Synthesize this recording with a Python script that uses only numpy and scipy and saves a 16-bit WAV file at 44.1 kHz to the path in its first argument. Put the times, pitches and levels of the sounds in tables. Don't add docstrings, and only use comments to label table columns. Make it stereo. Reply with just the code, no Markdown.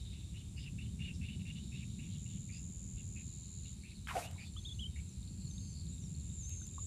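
import sys
import numpy as np
from scipy import signal
from scipy.fft import rfft, irfft
from scipy.io import wavfile
from scipy.ndimage import uniform_filter1d

SR = 44100
rng = np.random.default_rng(int(sys.argv[2]) if len(sys.argv) > 2 else 0)


def transcribe(u):
    v = np.clip(np.atleast_2d(u).T, -1, 1)
    q = np.round(v * 32767).astype(np.int16)
    wavfile.write(sys.argv[1], SR, q)


N = 302526
TIME = np.arange(N) / SR


RIGHT_BEAT, LEFT_BEAT, HIGH_BEAT = 88.0, 84.8, 112.48
# time in seconds, wing strokes ahead of a steady beat, level in dB.
RIGHT_CRICKET = [(0, 0.22, -71.5), (1.5, 0.76, -70.5), (3.85, 1.35, -70), (3.95, 0.72, -69.5),
                 (5.4, 0.8, -66.5), (6.0, 0.59, -63.5), (6.86, 0.33, -61.5)]
LEFT_CRICKET = [(1.3, -0.38, -76), (1.52, -0.52, -70.5), (2.16, -0.26, -65.5), (2.23, -0.23, -61),
                (2.8, 0.0081, -59.5), (3.73, -0.31, -60), (3.76, -0.49, -76), (5.7, -0.69, -73),
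                (6.3, -0.78, -63.5), (6.86, -0.23, -59)]
HIGH_CRICKET = [(0, -0.51, -78), (3.8, -0.57, -75), (4.2, -0.24, -75), (6.86, -0.82, -76)]

def cricket(rows, beat, top_hz, fall, stroke):
    ahead, level_db = in_time(rows)
    from_peak = (beat * TIME + ahead + .5) % 1 - .5
    swell = np.exp(-(from_peak / stroke) ** 2) * amp(0.96 * drift(60))
    hz = top_hz - fall * (from_peak + 0.23) * np.abs(from_peak + .2) + 40 * drift(49.14)
    return amp(level_db) * rms_one(tone(hz) * swell)


ARCH_HZ_PER_S = 1300
# start and length in seconds, level in dB, first pitch and slide in Hz.
CHIRPS = [(0.12, 0.12, -64.5, 2587, 96), (0.337, 0.1, -58.5, 2830, 284), (0.559, 0.13, -56, 2837, -100),
          (0.565, 0.091, -61, 4830, 201), (0.781, 0.1, -56, 2640, 446.5), (0.988, 0.13, -53, 2720, 59),
          (1.135, 0.029, -57, 5410, 20), (1.209, 0.099, -55, 2700, -37.5), (1.295, 0.062, -56, 3020, -150),
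          (1.387, 0.037, -59.5, 2873, 32.5), (1.45, 0.067, -53, 2720, 1.5), (1.548, 0.042, -52.5, 2940, 63),
          (1.715, 0.13, -57, 2620, 80), (1.981, 0.098, -59.5, 2700, -1), (2.084, 0.1, -56.5, 3150, -150),
          (2.252, 0.13, -60, 2836, 198), (2.488, 0.12, -61, 2410, 299), (2.52, 0.073, -62.5, 4770, 294),
          (2.965, 0.052, -59.5, 3010, -330), (3.153, 0.073, -59.5, 2620, -200),
          (3.649, 0.05, -57.5, 2860, 307.5), (3.83, 0.11, -62.5, 2360, 269.5),
          (4.221, 0.062, -53.5, 2526, 404.5), (4.378, 0.078, -55.5, 2238, 244),
          (4.395, 0.11, -64, 4850, -800), (4.449, 0.036, -57, 3430, 44), (4.956, 0.052, -58.5, 2160, 143),
          (6.497, 0.067, -65, 2650, -250)]

def flock():
    level, hoarse, hz = np.zeros((2, N)), np.zeros(N), np.full((2, N), 3000.)
    for start, length, level_db, first_hz, slide_hz in CHIRPS:
        bird = int(first_hz > 4000)
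        progress = np.clip((TIME - start) / length, 0, 1)
        arch = np.sin(np.pi * progress) ** 2
        level[bird] += amp(level_db) * note(start, length, 0.0054)
        hoarse += amp(level_db - 2.5) * arch * (1 - bird)
        pitch = first_hz + slide_hz * progress + ARCH_HZ_PER_S * length * arch
        hz[bird] = np.where((progress > 0) & (progress < 1), pitch, hz[bird])
    clear = np.minimum(level[0] / amp(-51), 1)
    wavering_hz = hz[0] + 60 * drift(35)
    voice = (.8 * rough(wavering_hz, 270) + clear * tone(wavering_hz)) * amp(2.5 * drift(40))
    return level[0] * voice + hoarse * rough(hz[0] + 620, 310) + level[1] * rough(hz[1], 360)


# time in seconds, whoosh level in dB, its pitch in Hz, spray level in dB.
WHOOSH_AND_SPRAY = [(4.068, -57, 1700, -30), (4.1, -46.5, 1450, -46), (4.14, -51, 793, -51),
                    (4.168, -41, 649, -48.5), (4.2, -48.5, 694, -49), (4.26, -59, 675, -54),
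                    (4.29, -63, 650, -75), (4.48, -79.5, 798, -70)]
# start in seconds, strength in dB, pitch in Hz.
DROPS = [(4.072, -29.5, 2980), (4.085, -26, 1560), (4.096, -28, 2690), (4.11, -31, 1000),
         (4.153, -25.5, 686), (4.163, -32.5, 490), (4.165, -26.5, 691), (4.176, -26.5, 2680),
         (4.179, -26.5, 652), (4.252, -39.5, 623), (4.36, -50, 935), (4.564, -46, 1167),
         (6.615, -48.5, 1410), (6.781, -36, 1050)]

def whoosh_and_splash():
    whoosh_db, whoosh_hz, spray_db = in_time(WHOOSH_AND_SPRAY)
    start, end = WHOOSH_AND_SPRAY[0][0], WHOOSH_AND_SPRAY[-1][0]
    pops = rng.random(N) < 900 / SR
    pops = pops * amp(2.8 * np.minimum(rng.exponential(1, N), 4)) * rng.choice([-1, 1], N)
    sweep = rough(whoosh_hz, 193) * 700 / whoosh_hz
    crackle = rms_one(band(pops, 1130, 2850)) * whoosh_hz / 1100
    hiss = rms_one(band(rms_one(pops) + 2.0 * noise_pair(0), 3200, 10800))
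    sounding = note(start, end - start, 0.0048)
    whoosh = sounding * amp(whoosh_db) * (sweep + crackle)
    spray = sounding * np.clip((TIME - start) / 0.11, 0, 1) * amp(spray_db) * hiss
    return whoosh + rings(DROPS, cycles=27.0, rise=0.16, attack_s=0.002), spray


CLICK_TIMES = [4.312, 6.494, 6.669]

def tackle_clicks():
    starts = np.zeros(N)
    starts[np.round(np.array(CLICK_TIMES) * SR).astype(int)] = amp(-44.5)
    fading = signal.lfilter([1], [1, -np.exp(-1 / (0.002 * SR))], starts + 1e-18)
    return band(fading * rng.standard_normal((2, N)), 2300, 14000, order=1)


# start and length in seconds, level in dB, top pitch in Hz.
LOW_NOTES = [(4.561, 0.039, -50.5, 3540), (4.647, 0.085, -50, 3750), (4.789, 0.085, -48.5, 3406)]
# seconds into the note, Hz below its top.
LOW_SHAPE = [(0, 660), (0.018, 1.6), (0.033, 154), (0.053, 470), (.072, 212), (0.094, 510)]
# seconds into the verse, pitch in Hz.
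VERSE_TUNE = [(0, 7740), (.08, 6950), (0.101, 6380), (0.123, 6180), (.16, 6514), (0.282, 6390),
              (0.333, 6190), (0.344, 7440), (.362, 6800), (0.481, 7200), (0.506, 6840), (.53, 7800),
              (0.6, 6960), (0.627, 5720), (.655, 5630), (.672, 5180)]
# seconds into the verse, length in seconds, dB added to the verse's level.
VERSE_NOTES = [(0, .332, 1), (.336, .026, -2), (.48, .075, 4), (.6, .07, -1)]
# start in seconds, level in dB.
VERSES = [(4.479, -67.5), (5.4, -62.5), (6.323, -55)]

def songbirds():
    low = sum(whistle(start, length, db, [(t, top_hz - hz) for t, hz in LOW_SHAPE], 0.0061)
              for start, length, db, top_hz in LOW_NOTES)
    high = sum(whistle(start + at, length, db + note_db, [(t - at, hz) for t, hz in VERSE_TUNE], 0.00099)
               for start, db in VERSES for at, length, note_db in VERSE_NOTES)
    return (low + high) * amp(2.0 * drift(62))


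# start in seconds, how many, gap in seconds, pitch in Hz, strength in dB.
TICK_RUNS = [(3.813, 3, .021, 4380, -46), (3.911, 2, .041, 4330, -44), (4.536, 5, .0515, 4320, -45),
             (5.229, 2, .05, 3780, -42), (5.275, 3, .05, 4400, -47), (5.418, 3, .025, 4300, -44),
             (5.508, 3, .0715, 3750, -43), (5.752, 6, .0572, 3760, -44), (6.146, 3, .049, 4320, -46),
             (6.298, 2, .016, 3750, -45), (6.45, 2, .06, 3750, -48), (6.598, 2, .029, 3750, -46),
             (6.69, 3, .05, 3720, -45)]

def insect_ticks():
    ticks = [(start + k * gap, db + rng.normal(0, 1.6), hz)
             for start, count, gap, hz, db in TICK_RUNS for k in range(count)]
    low = rings([tick for tick in ticks if tick[2] < 4000], cycles=65, rise=0, attack_s=.0025)
    high = rings([tick for tick in ticks if tick[2] > 4000], cycles=190, rise=0, attack_s=.004)
    return low * (1 + .6 * drift(250)) + high * drift(200)


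# time in seconds, level in dB, middle pitch in Hz.
CHORUS = [(0, -56, 3700), (.5, -71.5, 3610), (1.8, -62, 3755), (2.9, -78, 3774), (3.45, -65, 4005),
          (4.9, -69, 3750), (5.5, -69.5, 4320), (5.75, -62, 4470), (6.0, -70.5, 3750)]
# time in seconds, level in dB.
FAR_CRICKET = [(.4, -71.5), (.48, -91), (.9, -71), (2.35, -69.5), (2.5, -100)]

def far_insects():
    chorus_db, chorus_hz = in_time(CHORUS)
    chorus = amp(chorus_db + 2 * drift(22)) * rough(chorus_hz, 330)
    cricket_db = in_time(FAR_CRICKET)[0] + 2.5 * drift(20)
    return chorus + amp(cricket_db) * rough(5590 + 40 * drift(3), 70)


# start and length in seconds, level in dB.
COOS = [(3.38, .21, -79)]
# how far through the note from 0 to 1, pitch in Hz.
COO_SHAPE = [(0, 930), (.4, 1075), (1.0, 910)]

def dove():
    coo = sum(whistle(start, length, db, [(share * length, hz) for share, hz in COO_SHAPE], .02)
              for start, length, db in COOS)
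    return coo * drift(40)


# time in seconds, deep level in dB, upper level in dB.
RUMBLE = [(0, -45, -55), (1.1, -46, -46), (2.2, -49.5, -47), (2.9, -45, -51.5), (3.8, -49.5, -56),
          (4.7, -46.5, -53), (6.0, -46, -49), (6.86, -45.5, -58)]

def rumble():
    deep_db, upper_db = in_time(RUMBLE)
    deep = rms_one(band(noise_pair(0.84), 55.8, 105.2))
    upper = rms_one(band(noise_pair(0.87), 101.7, 205.6, order=3))
    return deep * amp(deep_db) + upper * amp(upper_db + 2.1 * drift(30.0))


AIR_DB = -61.5
# frequency in Hz, relative strength in dB.
AIR_COLOUR = [(380, -8.5), (520, -40), (800, -22.5), (1900, -27.5), (2500, -19), (3200, -20), (5400, -21),
              (7130, -16.5), (8180, -14.5), (10400, -23), (11800, -32), (15500, -31)]

def air():
    hz = np.maximum(np.fft.rfftfreq(N, 1 / SR), 1)
    colour_hz, colour_db = np.transpose(AIR_COLOUR)
    colour = amp(np.interp(np.log(hz), np.log(colour_hz), colour_db))
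    left, right = amp(AIR_DB) * rms_one(irfft(rfft(noise_pair(0.19)) * colour, N))
    return np.array([np.roll(left, 20), right])


def whistle(start, length, level_db, tune, fade_s):
    into_s, hz = np.transpose(tune)
    swell, out = note(start, length, fade_s), np.zeros(N)
    sung = swell > 0
    pitch = np.interp(TIME[sung], start + into_s, hz)
    out[sung] = tone(uniform_filter1d(pitch, size=200))
    return amp(level_db) * swell * out


def rings(events, cycles, rise, attack_s):
    out = np.zeros(N)
    for start, strike_db, hz in events:
        length, first = cycles / hz, round(start * SR)
        t = np.arange(round(length * SR)) / SR
        level = amp(strike_db - 60 * t / length) * (1 - np.exp(-t / attack_s))
        out[first:first + len(t)] += level * np.sin(2 * np.pi * hz * t * (1 + rise * t / length))
    return out


def note(start, length, fade_s):
    return np.clip(np.minimum(TIME - start, start + length - TIME) / fade_s, 0, 1)


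def tone(hz):
    return np.sqrt(2) * np.sin(2 * np.pi * np.cumsum(hz) / SR)


def rough(hz, shake_hz):
    shake = drift(shake_hz) + 1j * drift(shake_hz)
    return np.real(shake * np.exp(2j * np.pi * np.cumsum(hz) / SR))


def drift(rate_hz):
    pole = np.exp(-2 * np.pi * rate_hz / SR)
    return rms_one(signal.lfilter([1], [1, -2 * pole, pole * pole], rng.standard_normal(N + SR))[SR:])


def noise_pair(alike):
    mid, side = rng.standard_normal((2, N))
    return np.sqrt((1 + alike) / 2) * mid + np.sqrt((1 - alike) / 2) * side * [[1], [-1]]


def band(x, low_hz, high_hz, order=2):
    return signal.sosfilt(signal.butter(order, [low_hz, high_hz], "band", fs=SR, output="sos"), x)


def in_time(rows):
    times, *columns = np.transpose(rows)
    return [np.interp(TIME, times, column) for column in columns]


def amp(db):
    return 10 ** (np.asarray(db) / 20)


def rms_one(x):
    return x / np.sqrt(np.mean(np.abs(x) ** 2) + 1e-20)


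def place(x, left_db, lag, echo_db, echo_s):
    at = np.arange(N)
    direct = np.array([np.interp(at - lag, at, x) * amp(left_db / 2), x * amp(-left_db / 2)])
    since = np.arange(round(.4 * SR)) / SR
    scatter = rng.standard_normal((2, len(since))) * amp(-60 * since / echo_s)
    scatter *= amp(echo_db) / np.sqrt(np.sum(scatter ** 2, axis=1, keepdims=True))
    return direct + signal.fftconvolve(x[None], scatter)[:, :N]


def scene():
    insects = far_insects()
    whoosh_and_drops, spray = whoosh_and_splash()
    right = cricket(RIGHT_CRICKET, RIGHT_BEAT, top_hz=7500, fall=2800, stroke=0.2)
    left = cricket(LEFT_CRICKET, LEFT_BEAT, top_hz=7373, fall=5500, stroke=0.16)
    high = cricket(HIGH_CRICKET, HIGH_BEAT, top_hz=10490, fall=8500, stroke=0.19)
    return (place(right, left_db=-14.5, lag=6.0, echo_db=-9.5, echo_s=0.11)
            + place(left, left_db=18.4, lag=-12.5, echo_db=0.5, echo_s=0.074)
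            + place(high, left_db=-13, lag=6.4, echo_db=-19, echo_s=0.055)
            + place(flock(), left_db=.6, lag=20, echo_db=-5, echo_s=.15)
            + place(whoosh_and_drops, left_db=0.41, lag=-2.2, echo_db=-9, echo_s=0.11)
            + place(songbirds() + insect_ticks(), left_db=0, lag=13, echo_db=-10, echo_s=0.2)
            + place(insects + dove(), left_db=0.74, lag=18.55, echo_db=0, echo_s=0.029)
            + spray + tackle_clicks() + rumble() + air())


CUTOFF_HZ = 15900

def record(dry):
    return signal.sosfilt(signal.cheby2(14, 70, CUTOFF_HZ, fs=SR, output="sos"), dry)


dry = scene()
out = record(dry)
transcribe(out)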